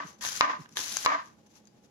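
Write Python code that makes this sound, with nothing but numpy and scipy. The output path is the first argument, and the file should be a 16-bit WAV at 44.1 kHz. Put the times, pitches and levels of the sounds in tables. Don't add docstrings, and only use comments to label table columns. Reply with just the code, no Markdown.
import sys
import numpy as np
from scipy import signal
from scipy.io import wavfile
from scipy.ndimage import uniform_filter1d

SR = 44100
rng = np.random.default_rng(int(sys.argv[2]) if len(sys.argv) > 2 else 0)


def gain_from_decibels(decibels):
    exponent = np.asarray(decibels, float) / 20
    return 10 ** exponent


def master(y):
    cut = np.clip(np.atleast_2d(y).T, -1, 1)
    pcm = np.round(cut * 32767)
    wavfile.write(sys.argv[1], SR, pcm.astype(np.int16))


N = 83790
LAG = 9

# (frequency [Hz], width [Hz], level [dB])
BOARD_MODES = [(290, 20, -15), (652.6, 34, -9), (1011.6, 23, -6), (1057.3, 43, 3), (1187, 81, -3),
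               (1190, 120, 2), (1366, 200, -11), (1578, 54, -2), (1784.5, 130, -5.5), (1829, 96, -6),
               (2010, 140, -8.5), (2193, 51, -18.5), (798, 53, -15.5)]
# (frequency [Hz], level [dB])
CRUNCH_COLOUR = [(100, -3), (400, -13), (1500, -2.5), (2500, -2.5), (3700, 1), (6000, 4.5), (11000, 5.5),
                 (16500, -9)]


def evened(x):
    return x / np.sqrt(np.mean(x ** 2) + 1e-20)


def colour(x, points):
    f, db = np.transpose(points)
    hz = abs(np.fft.fftfreq(4096, 1 / SR))
    log_gain = np.log(gain_from_decibels(np.interp(np.log(hz + 1), np.log(f), db)))
    minimum_phase = np.exp(log_gain - 1j * signal.hilbert(log_gain).imag)
    taps = np.fft.ifft(minimum_phase).real[:2048]
    return signal.oaconvolve(x, taps[None] if x.ndim > 1 else taps, axes=-1)[..., :N]


def ring(x, modes, low_hz):
    t = np.arange(4000) / SR
    response = np.zeros(len(t))
    for hz, width, db in modes:
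        decay = np.exp(-np.pi * width * t)
        soft_start = 1 - np.exp(-4 * np.pi * width * t)
        response += gain_from_decibels(db) * np.sqrt(width) * decay * soft_start * np.sin(2 * np.pi * hz * t)
    response = signal.sosfilt(signal.butter(3, low_hz, "high", fs=SR, output="sos"), response)
    return signal.oaconvolve(x, response[None] / np.linalg.norm(response), axes=1)[:, :N]


def stroke_gain(strokes, column=1):
    t, gain = np.arange(N) / SR, np.zeros(N)
    for rows in strokes:
        r = np.array(rows)
        inside = (t >= r[0, 0]) & (t < r[-1, 0])
        gain[inside] = gain_from_decibels(np.interp(t[inside], r[:, 0], r[:, column]))
    return uniform_filter1d(gain, size=44)


def grains(per_s, spread_db, clump_db, clump_s, shared):
    chance = rng.random((3, N))
    size = np.minimum(rng.exponential(1, (3, N)), 4)
    clump = evened(uniform_filter1d(rng.standard_normal(N), max(int(clump_s * SR), 2)))
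    clicks = (chance < per_s / SR) * gain_from_decibels(spread_db * size + clump_db * clump)
    clicks = clicks * rng.choice([-1., 1.], (3, N))
    share = np.clip(shared, 0, 1)
    common = np.array([np.roll(clicks[0], 2 * LAG), clicks[0]])
    mix = np.sqrt(share) * common + np.sqrt(1 - share) * clicks[1:]
    bass_source = np.array([np.roll(clicks[0], LAG), clicks[0]])
    return evened(mix + signal.lfilter(*signal.butter(2, 600, fs=SR), bass_source - mix))


def add(mix, s, sound):
    part = mix[:, max(round(s * SR), 0):][:, :sound.shape[1]]
    part += sound[:, :part.shape[1]]


def hush():
    # (frequency [Hz], level [dB])
    hush_colour = [(25, -20), (80, 1), (210, 4), (800, -11.5), (1200, -18.5), (4000, -23), (9000, -20),
                   (16000, -29)]
    # (frequency [Hz], width [Hz], level [dB])
    machine_tones = [(222.6, 23, -0.5), (130, 6.9, -4.5), (823, 30, -8.5)]
    noise = rng.standard_normal((3, N))
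    low = signal.lfilter(*signal.butter(2, 700, fs=SR), noise)
    hiss = noise[:2] - low[:2]
    mix = hiss + np.sqrt(.93) * low[2] + np.sqrt(.07) * low[:2]
    waver = evened(uniform_filter1d(rng.standard_normal(N), 1500))
    gain = gain_from_decibels(-54 + 1.7 * waver - 1.5 * np.arange(N) / SR)
    return gain * (evened(colour(mix, hush_colour)) + gain_from_decibels(-9.5) * evened(ring(mix, machine_tones, 68.8)))


def kitchen(x):
    t = np.arange(SR // 3) / SR
    tail = rng.standard_normal((2, len(t))) * gain_from_decibels(-60 * t / 0.3) * (t > .004)
    tail = signal.lfilter(*signal.butter(1, [500, 4000], "band", fs=SR), tail)
    return signal.fftconvolve(x, tail / np.linalg.norm(tail[0]), axes=1)[:, :N]


def rustles():
    rustle_times = (.085, .14, .19, .62, .692, .732, 1.262, 1.468, 1.51, 1.567, 1.664, 1.677, 1.848, 1.2)
    # (level [dB], length [s])
    puffs = [(-45.5, 0.081), (-67, .04), (-58, 0.019), (-49.5, 0.068), (-48, 0.0058), (-53, 0.056),
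             (-54, 0.095), (-56.5, 0.012), (-57.5, 0.027), (-52, 0.062), (-65.5, 0.0073), (-57.5, 0.012),
             (-58, 0.029), (-58, 0.022)]
    # (frequency [Hz], level [dB])
    peel_colour = [(300, -19.5), (1000, -1.5), (2500, -3.5), (4000, -2), (6000, 3), (11000, 1),
                   (16000, -11)]
    t, swell = np.arange(N) / SR, np.zeros(N)
    for s, (db, length) in zip(rustle_times, puffs):
        swell += gain_from_decibels(db) * np.exp(-(2 * (t - s) / length) ** 2)
    return swell * evened(colour(grains(8000, 1.5, 1.38, 0.00395, 0.058), peel_colour))


def thuds():
    thud_times = (.038, .583, .79, .72, 1.83, .92)
    # (level [dB], pitch [Hz], length [s])
    falls = [(-44.5, 215, 0.035), (-43, 198, 0.046), (-50.5, 356, 0.021), (-55, 210, .03),
             (-66, 350, 0.0446), (-53.5, 240, 0.034)]
    out = np.zeros((2, N))
    for s, (db, hz, length) in zip(thud_times, falls):
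        t = np.arange(0, length, 1 / SR)
        swing = np.zeros(len(t))
        for k in (1, 1.7, 2.3):
            swing += np.sin(2 * np.pi * k * hz * t * (1 - .2 * t / length)) / k ** 2.5
        swing *= np.sin(np.pi * t / length) ** 1.5
        add(out, s, gain_from_decibels(db + 9) * swing * gain_from_decibels([[-1.5], [1.5]]))
    return out


def sings():
    # (time [s], level [dB], frequency [Hz],
    # time to fall by 60 dB [s])
    thin_tones = [(0.067, -53, 6120, 0.16), (0.134, -64, 6120, 0.15), (.615, -66, 5300, 0.2),
                  (0.723, -61, 5970, 0.2), (1.673, -66, 4750, .12), (1.466, -67, 6090, 0.08),
                  (1.503, -67, 6200, 0.14), (.9695, -35, 4800, .045), (1.562, -67, 950, .08),
                  (.657, -62, 2850, .04)]
    out, t = np.zeros((2, N)), np.arange(6000) / SR
    for (s, db, hz, t60), z in zip(thin_tones, rng.standard_normal((len(thin_tones), 6000))):
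        waver = 1 + 0.42 * evened(uniform_filter1d(z, 150))
        tone = np.sin(2 * np.pi * hz * t) * waver
        add(out, s, gain_from_decibels(db + 7.0 - 60 * t / t60) * np.minimum(t / 0.0031, 1) * tone * np.ones((2, 1)))
    return out


def snaps():
    snap_times = (.2105, .2495, .266, .2745, .288, .329, .3522, .3691, .659, .7245, .7698, .7711, .7795,
                  .7908, .857, .8805, .9405, .9690, .9708, 1.0495, 1.249, 1.258, 1.555, 1.5705, 1.654,
                  1.672)
    # (peak level [dB], board share [dB])
    snap_levels = [(-50.5, 3.5), (-40.5, 10), (-41, 4), (-33, -11.5), (-29, -10), (-37.5, -3.5), (-39.5, -1.5),
                   (-35.5, -22.5), (-69, 17), (-56, -11.5), (-32, 3), (-39, 9), (-43.5, 6.5), (-40.5, 9),
                   (-51.5, -15), (-38.5, -9.5), (-36.5, -20), (-21.5, -14), (-46.5, -20), (-23.5, -13),
                   (-68, -19), (-52, -11.5), (-59, -19.5), (-55, -23.5), (-63, -22.5), (-55.5, -27.5)]
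    air, wood, t = np.zeros((2, N)), np.zeros((2, N)), np.arange(300) / SR
    burst = (np.exp(-(t / .0011) ** 4) + .2 * gain_from_decibels(-60 * t / .012)) * np.minimum(t / .0003, 1)
    quick = gain_from_decibels(-60 * t / .006)
    for s, (db, share_db), z in zip(snap_times, snap_levels, rng.choice([-1., 1.], (len(snap_levels), 2, 300))):
        add(air, s, gain_from_decibels(db) * burst * z)
        add(wood, s, gain_from_decibels(db + share_db) * burst * quick * z)
    blade = ring(air, [(4770, 170, -5), (6475, 360, -1), (7300, 900, -1.5)], 2010)
    body = ring(wood, [(1680, 240, 7.0), (3350, 700, 9), (1110, 800, -3.5), (2430, 680, -4)], 250)
    return gain_from_decibels(8.0) * blade + gain_from_decibels(8.0) * colour(air, CRUNCH_COLOUR) + gain_from_decibels(16.5) * body


def knocks():
    # (time [s], peak level [dB])
    hits = [
        (0.4091, 4),
        (1.061, 1.5),
    ]
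    # (frequency [Hz], level [dB], time to fall by 60 dB [s])
    struck_modes = [(1005, -7.5, .025), (1160, -8, 0.03), (1720, -26, .02), (2820, -19, 0.015),
                    (2340, -10.5, 0.0075), (4140, -13.5, 0.013), (615, -22.5, 0.011), (6200, -29, 0.023),
                    (4830, -11.5, .01)]
    push_lengths = (.00007, .00010)
    bright_db, bounce = (3, -5.5), (0.31, 0.032)
    out, t = np.zeros((2, N)), np.arange(2000) / SR
    choke = .06 + .94 * np.exp(-(t / .003) ** 4)
    for s, db in hits:
        for ch in range(2):
            modes = np.zeros(len(t))
            for hz, d, t60 in struck_modes:
                modes += gain_from_decibels(d + bright_db[ch] * (hz > 1900) - 60 * t / t60) * np.sin(2 * np.pi * hz * t)
            modes = np.roll(modes * choke, 18) * (t > 18 / SR)
            push = np.exp(-((t - 12 / SR) / push_lengths[ch]) ** 2)
            hit = gain_from_decibels(-5.5) * modes - push
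            hit = hit + bounce[ch] * np.roll(hit, 78) * (t > 78 / SR)
            low = -gain_from_decibels(-42.5 + 4.5 * ch) * np.sin(np.pi * np.clip(t / 0.0037, 0, 1))
            out[ch, round(s * SR) + LAG * (1 - ch):][:len(t)] += gain_from_decibels(db) * (hit + low)
    return out


def dragging():
    # (time [s], pressure level [dB])
    drags = [
        [(0, -31.5), (.008, -36.5), (.02, -39), (.034, -36), (.052, -53.5), (.084, -54), (.17, -75)],
        [(.411, -24), (.43, -22.5), (.446, -22), (.462, -30), (.484, -36.5), (.498, -26.5), (.54, -37),
         (.6, -59.5), (.66, -59.5)],
        [(1.063, -29), (1.082, -26.5), (1.105, -27), (1.125, -25), (1.143, -24), (1.162, -36), (1.22, -44),
         (1.232, -61), (1.32, -77)],
    ]
    # (frequency [Hz], level [dB])
    grit_colour = [(500, -30), (1300, -4), (2600, -4.5), (5000, -8.5), (7000, -12), (9000, -27.5),
                   (11500, -22.5), (16000, -40)]
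    patch_shifts = (-.03, 0, .03)
    pressure = stroke_gain(drags)
    drive = grains(3000, 1.6, 2.6, 0.011, 0.5) * pressure
    wander = uniform_filter1d(rng.standard_normal((len(patch_shifts), N)), size=600, axis=1)
    touched = np.argmax(wander, axis=0)
    wood = np.zeros((2, N))
    for k, shift in enumerate(patch_shifts):
        modes = [(hz * (1 + shift * (hz > 900)), width, db) for hz, width, db in BOARD_MODES]
        wood += ring(drive * (touched == k), modes, 150)
    grit = colour(abs(pressure) ** 0.64 * grains(9000, 2., 1.2, 0.0043, 0.29), grit_colour)
    return gain_from_decibels(3) * (wood + gain_from_decibels(-12.0) * grit)


def slicing():
    # (time [s], crunch level [dB], board share [dB])
    strokes = [
        [(.209, -40, 10), (.232, -32, -2.5), (.264, -28.5, -6), (.3, -34.5, -21.5), (.338, -35, -11),
         (.37, -32, -25), (.39, -36, -18), (.4095, -32, -8.5)],
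        [(.756, -45, 4), (.763, -38.5, -1), (.7692, -42, -9.5), (.771, -29.5, -6), (.804, -31.5, -9),
         (.862, -33, -10), (.95, -34, -40), (1.016, -33.5, -19), (1.045, -33, -12.5), (1.0615, -29, -12.5)],
    ]
    # (frequency [Hz], width [Hz], level [dB])
    blade_modes = [(4580, 90, -15.5), (5620, 15, -3.5), (6230, 77, 4), (6490, 40, -3), (7000, 34, -5)]
    go = stroke_gain(strokes)
    tears = abs(grains(120, 8.2, 0.97, 0.067, 0.96))
    tears = signal.oaconvolve(tears, np.hanning(90)[None], "same", axes=1)
    cells = grains(12000, 2.6, 1.5, 0.0049, 0.044) * (1 + evened(tears) / 8)
    crunch = evened(colour(cells, CRUNCH_COLOUR)) * go
    crunch = crunch + gain_from_decibels(-14) * ring(cells * go, blade_modes, 3000)
    shaking = grains(4900, 6.1, 6.9, 0.0035, 0.18) * go * stroke_gain(strokes, column=2)
    push = ring(shaking, BOARD_MODES + [(1730, 280, 6)], 150)
    return gain_from_decibels(4.5) * (crunch + gain_from_decibels(-7) * push)


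def scene():
    near = slicing() + dragging() + knocks() + snaps() + thuds() + rustles() + sings()
    return near + gain_from_decibels(-16) * kitchen(near) + hush()


def roll_off(x):
    return signal.sosfilt(signal.butter(12, 16940, fs=SR, output="sos"), x)


def record(dry):
    # (frequency [Hz], level [dB])
    left_port = [(30, -12), (300, -7), (4000, -4), (6100, -0.5), (7300, -4.5), (8500, -20.5), (10500, -49),
                 (15000, -13.5)]
    right_port = [(30, -14.5), (300, -5), (4000, -4.5), (6500, -21), (7700, -23), (9300, -16.5),
                  (10900, -8), (13000, -14)]
    noise = signal.lfilter(*signal.butter(2, 11000, fs=SR), rng.standard_normal(dry.shape))
    ports = np.array([colour(dry[0], left_port), colour(dry[1], right_port)]) + gain_from_decibels(-81) * noise
    band_limit = signal.firwin(63, 15950, fs=SR)
    ports = signal.oaconvolve(ports, band_limit[None], "same", axes=1)
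    return roll_off(ports)


dry = scene()
out = record(dry)
master(out)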